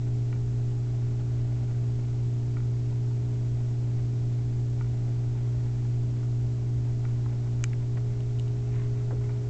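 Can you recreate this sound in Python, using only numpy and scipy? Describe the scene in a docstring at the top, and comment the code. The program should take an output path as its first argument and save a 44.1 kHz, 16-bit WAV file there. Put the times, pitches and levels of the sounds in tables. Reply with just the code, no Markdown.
"""Electric cat clock, close up

A cat-shaped wall clock in a quiet room, on a hand-held mono microphone. Mains hum beats against a motor
turning just under mains speed; gears whirr in the plastic case and the linkage of the rolling eyes ticks
once a swing, over low rumble and a faintly buzzing hiss. Near the end the microphone backs away,
with one sharp snap, a swish of clothing and a few soft knocks."""
import sys
import numpy as np
from scipy import signal
from scipy.fft import rfft, irfft, next_fast_len
from scipy.io import wavfile

SR = 44100
rng = np.random.default_rng(int(sys.argv[2]) if len(sys.argv) > 2 else 0)


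def to_wav(s):
    """Save 16-bit WAV."""
    ch = np.atleast_2d(s).T  # columns
    pcm = np.round(np.clip(ch, -1, 1) * 32767)  # PCM
    wavfile.write(sys.argv[1], SR, pcm.astype(np.int16))


N = 418509
MAINS_HZ = 60


def mains_hum(retreat, far_db, waver_db):
    """Magnetic hum: the motor's iron is pulled twice in each mains cycle."""
    # multiple of the mains, rms level close up/dB
    orders = [(2, -27), (6, -53), (8, -79)]
    turns = MAINS_HZ * np.arange(N) / SR
    hum = sum(from_db(level_db) * tone(turns, multiple) for multiple, level_db in orders)
    return hum * from_db(far_db * retreat + waver_db * drift(4.4))


def rotor(retreat, speed_hz, wander_hz, waver_db):
    """The rotor slips behind the mains, so its second order beats slowly against the hum."""
    # motor vibration: multiple of the speed, rms level close up/dB, change at the far spot/dB
    orders = [(1, -59.5, 0), (2, -52, 4), (4, -49.5, -6.5), (5, -49, -2.5), (7, -52.5, 8.5), (9, -78, 1),
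              (11, -67.5, 4.5), (12, -67, -0.5), (13, -72.5, 0), (14, -78, 2.5)]
    turns = np.cumsum(speed_hz + wander_hz * drift(1)) / SR
    return sum(from_db(level_db + far_db * retreat + waver_db * drift(3.7)) * tone(turns, multiple)
               for multiple, level_db, far_db in orders)


def gears(load_shares, grain_db):
    """Rubbing teeth excite the case, harder under load; each resonance follows it by its own share."""
    # wheels that bind a little once a turn: turn/s, tightest at t/s, load swing/dB
    wheels = [(3.6, 1.62, 0.9), (2.0, 1.5, 1.4)]
    # gear noise in the case: f/Hz, width/Hz, level/dB per Hz
    modes = [(606, 85, -83.5), (816, 130, -88.5), (1436, 110, -95), (2000, 180, -99.5), (2260, 360, -101)]
    t = np.arange(N) / SR
    load_db = sum(swing_db * np.cos(2 * np.pi * (t - tight_s) / turn_s)
                  for turn_s, tight_s, swing_db in wheels)
    teeth_db = grain_db * drift(30)
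    return sum(resonance(white() * from_db(level_db + share * load_db + teeth_db), hz, width)
               for (hz, width, level_db), share in zip(modes, load_shares))


def swing_contacts(first_s, swing_s):
    """Times and levels of the contacts that come round with every swing of the eyes."""
    # stop, rebound and two light touches: t into the swing/s, relative level/dB
    contacts = [(0, -33), (.034, -40.5), (.542, -43), (1.42, -42)]
    starts = np.arange(first_s, N / SR, swing_s)
    rows = [(start + s, level_db) for start in starts for s, level_db in contacts if start + s < N / SR]
    return np.transpose(rows)


def linkage(touch_db, seat_db, seat_s, dulling, scatter_db):
    """The lever touches, then seats; both contacts ring the hollow case, light ticks more dully."""
    # plastic case: f/Hz, relative level/dB, t60/s
    modes = [(900, -9, .025), (1200, -6, 0.035), (1440, -8, 0.039), (1980, -3, 0.014), (2287, -4, 0.016),
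             (2720, -4, 0.0035)]
    times, level_db = swing_contacts(first_s=0.3256, swing_s=2.2413)
    lightness_db = level_db.max() - level_db
    out = np.zeros(N)
    for k, (hz, mode_db, t60) in enumerate(modes):
        octaves_up = np.log2(hz / modes[0][0])
        strength_db = level_db + mode_db - dulling * lightness_db * octaves_up
        strength_db += scatter_db * rng.standard_normal(len(times))
        touch = clicks_at(times, strength_db + touch_db)
        seat = clicks_at(times + seat_s, strength_db + seat_db)
        out += (-1) ** k * ring(touch + seat, hz, t60)
    return out


def snap(bass_cut_hz):
    """Hard, very short contacts right at the microphone; its small housing gives no bass."""
    # the housing snaps in the hand: t/s, relative level/dB
    snaps = [(7.627, -46), (7.6399, -17.5), (7.6409, -41)]
    # housing: f/Hz, relative level/dB, t60/s
    modes = [(1440, -9, 0.0092), (1900, -15, 0.016), (2340, -10, 0.02), (2980, -10.5, 0.0088),
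             (3970, -20, 0.01), (5000, -15, 0.0082), (6390, -4, 0.0064), (7520, -6, 0.005)]
    contacts = clicks_at(*np.transpose(snaps))
    rings = sum((-1) ** k * from_db(mode_db) * ring(contacts, hz, t60)
                for k, (hz, mode_db, t60) in enumerate(modes))
    return signal.sosfilt(signal.butter(6, bass_cut_hz, "high", fs=SR, output="sos"), rings)


def finger_clicks():
    """Small bright clicks as the grip on the microphone shifts."""
    # contacts under the fingers: t/s, relative level/dB
    clicks = [(8.2053, -45), (8.3880, -45), (8.3970, -37), (8.4800, -46)]
    # their ringing: f/Hz, relative level/dB, t60/s
    modes = [(2950, 0.5, 0.01), (3670, -5.5, .009), (6440, -4.5, 0.0039)]
    edges = np.diff(clicks_at(*np.transpose(clicks)), prepend=0)
    # The edges give each ring an abrupt start; the divisor cancels their treble lift.
    return sum(from_db(mode_db) * ring(edges, hz, t60) / (2 * np.sin(np.pi * hz / SR))
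               for hz, mode_db, t60 in modes)


def knocks(t60_at_500_hz, lengthening, soft_hz):
    """Moving about: damped bursts, each in its own band; the deeper, the longer. Soft contact dulls them."""
    # t/s, relative level/dB, low edge/Hz, high edge/Hz
    bumps = [(7.259, -44.5, 597, 1600), (7.732, -41.5, 1510, 3000), (7.970, -42.5, 423, 2800),
             (9.107, -38.5, 280, 1460), (9.126, -35.5, 238, 550)]
    soft = signal.butter(1, soft_hz, fs=SR, output="sos")
    out = np.zeros(N + SR)
    for s, level_db, low_hz, high_hz in bumps:
        blow = dying_noise(t60_at_500_hz * (500 / low_hz) ** lengthening)
        band = signal.butter(3, [low_hz, high_hz], "band", fs=SR, output="sos")
        burst = signal.sosfilt(np.vstack([band, soft]), blow)
        start = round(s * SR)
        out[start:start + len(burst)] += from_db(level_db) * burst * blow.std() / burst.std()
    return out[:N]


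def swish(grain_db):
    """Cloth slides over cloth on the step back, catching slightly; each brush swells and fades."""
    # rubbing cloth: f/Hz, relative level/dB
    spectrum = [(500, -21), (1000, 5), (1500, 1), (2100, 3), (2800, -3), (3600, -11), (8000, -29)]
    # middle t/s, level/dB, half length/s
    brushes = [(8.775, -56, 0.1), (8.99, -62, .04)]
    t, rub = np.arange(N) / SR, coloured(spectrum)
    strokes = sum(from_db(level_db) * np.exp(-((t - s) / half_s) ** 2) for s, level_db, half_s in brushes)
    return rub / rub.std() * strokes * from_db(grain_db * drift(60))


def rumble():
    """The steady low tone of the room."""
    # f/Hz, level/dB per Hz
    spectrum = [(8, -58.5), (20, -59), (42, -66), (62, -57), (85, -62), (115, -64.5), (140, -68.5),
                (185, -69), (260, -74.5), (350, -79.5), (480, -84.5), (1100, -94), (3000, -106),
                (8000, -120)]
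    return coloured(spectrum)


def hiss(buzz_depth):
    """The hiss flutters four times in each mains cycle, a fine buzz."""
    # f/Hz, level/dB per Hz
    spectrum = [(300, -104), (2500, -99.5), (5000, -99), (7300, -99), (8000, -105), (8600, -116)]
    flutter = np.cos(2 * np.pi * 4 * MAINS_HZ * np.arange(N) / SR)
    power = (1 + buzz_depth * flutter) ** 2
    return coloured(spectrum) * np.sqrt(power / power.mean())


def with_room(x, wet_db, t60):
    """Direct sound and the room's short diffuse tail."""
    tail = dying_noise(t60)
    return x + from_db(wet_db) * signal.fftconvolve(x, tail / np.linalg.norm(tail))[:N]


def from_db(db):
    """Decibels to gain."""
    return 10 ** (np.asarray(db) / 20)


def drift(rate_hz):
    """A smooth random wander with spread 1."""
    hop, settle = 100, 2000
    r = np.exp(-2 * np.pi * hop * rate_hz / SR)
    slow = signal.lfilter([1], [1, -2 * r, r * r], rng.standard_normal(N // hop + settle + 2))[settle:]
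    return np.interp(np.arange(N) / hop, np.arange(len(slow)), slow / slow.std())


def tone(turns, multiple):
    """One harmonic of a rotation, rms 1, at a random phase."""
    return np.sqrt(2) * np.sin(2 * np.pi * (multiple * turns + rng.random()))


def white():
    """Noise of 0 dB per Hz."""
    return rng.standard_normal(N) * np.sqrt(SR / 2)


def coloured(spectrum):
    """Noise shaped by rows of f/Hz, level/dB per Hz."""
    hz, level_db = np.transpose(spectrum)
    size = next_fast_len(N)
    bins = np.maximum(np.fft.rfftfreq(size, 1 / SR), 1)
    gain = from_db(np.interp(np.log(bins), np.log(hz), level_db))
    return irfft(rfft(white(), size) * gain, size)[:N]


def dying_noise(t60):
    """A quarter of a second of noise that dies away."""
    t = np.arange(SR // 4) / SR
    return rng.standard_normal(len(t)) * np.exp(-np.log(1000) * t / t60)


def resonance(x, hz, width):
    """A band-pass with gain 1 at its top."""
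    r, w = np.exp(-np.pi * width / SR), 2 * np.pi * hz / SR
    return signal.lfilter(np.array([1, 0, -1]) * (1 - r * r) / 2, [1, -2 * r * np.cos(w), r * r], x)


def ring(clicks, hz, t60):
    """A unit click sets a sine of height 1 ringing."""
    r, w = np.exp(-np.log(1000) / (t60 * SR)), 2 * np.pi * hz / SR
    return signal.lfilter([0, np.sin(w)], [1, -2 * r * np.cos(w), r * r], clicks + 1e-18)


def clicks_at(times, level_db):
    """One impulse for each contact."""
    out = np.zeros(N)
    out[np.round(times * SR).astype(int)] = from_db(level_db)
    return out


def scene():
    """The clock from close by, then a step back, with handling noise and room tone, in mono."""
    # the microphone's way through the room's standing waves: t/s, distance (0 near, 1 far)
    mic_path = [(0, 0.21), (7.7, 0.026), (8.1, 0.47), (8.7, 0.46), (9.25, 0.87), (9.49, 0.91)]
    retreat = np.interp(np.arange(N) / SR, *np.transpose(mic_path))
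    hum = mains_hum(retreat, far_db=-1.2, waver_db=0.17)
    motor = rotor(retreat, speed_hz=58.78, wander_hz=0.015, waver_db=0.74)
    whirr = gears(load_shares=[0.73, 0.9, 1.5, 0.9, 0.51], grain_db=2.5)
    lever = linkage(touch_db=-12.5, seat_db=-6.5, seat_s=0.00218, dulling=0.4, scatter_db=1.9)
    ticks = with_room(lever * from_db(-5 * retreat), wet_db=-7, t60=0.1)  # 5 dB down at the far spot
    handling = with_room(snap(bass_cut_hz=930) + finger_clicks(), wet_db=-20, t60=0.072)
    movement = knocks(t60_at_500_hz=0.052, lengthening=0.79, soft_hz=700) + swish(grain_db=2.0)
    room_tone = rumble() + hiss(buzz_depth=0.24)
    return (hum + motor + whirr + ticks + handling + movement + room_tone)[None]


def record(dry):
    """The treble is cut steeply above 8750 Hz."""
    return signal.sosfilt(signal.ellip(12, 0.1, 80, 8750, fs=SR, output="sos"), dry)


dry = scene()
out = record(dry)
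to_wav(out)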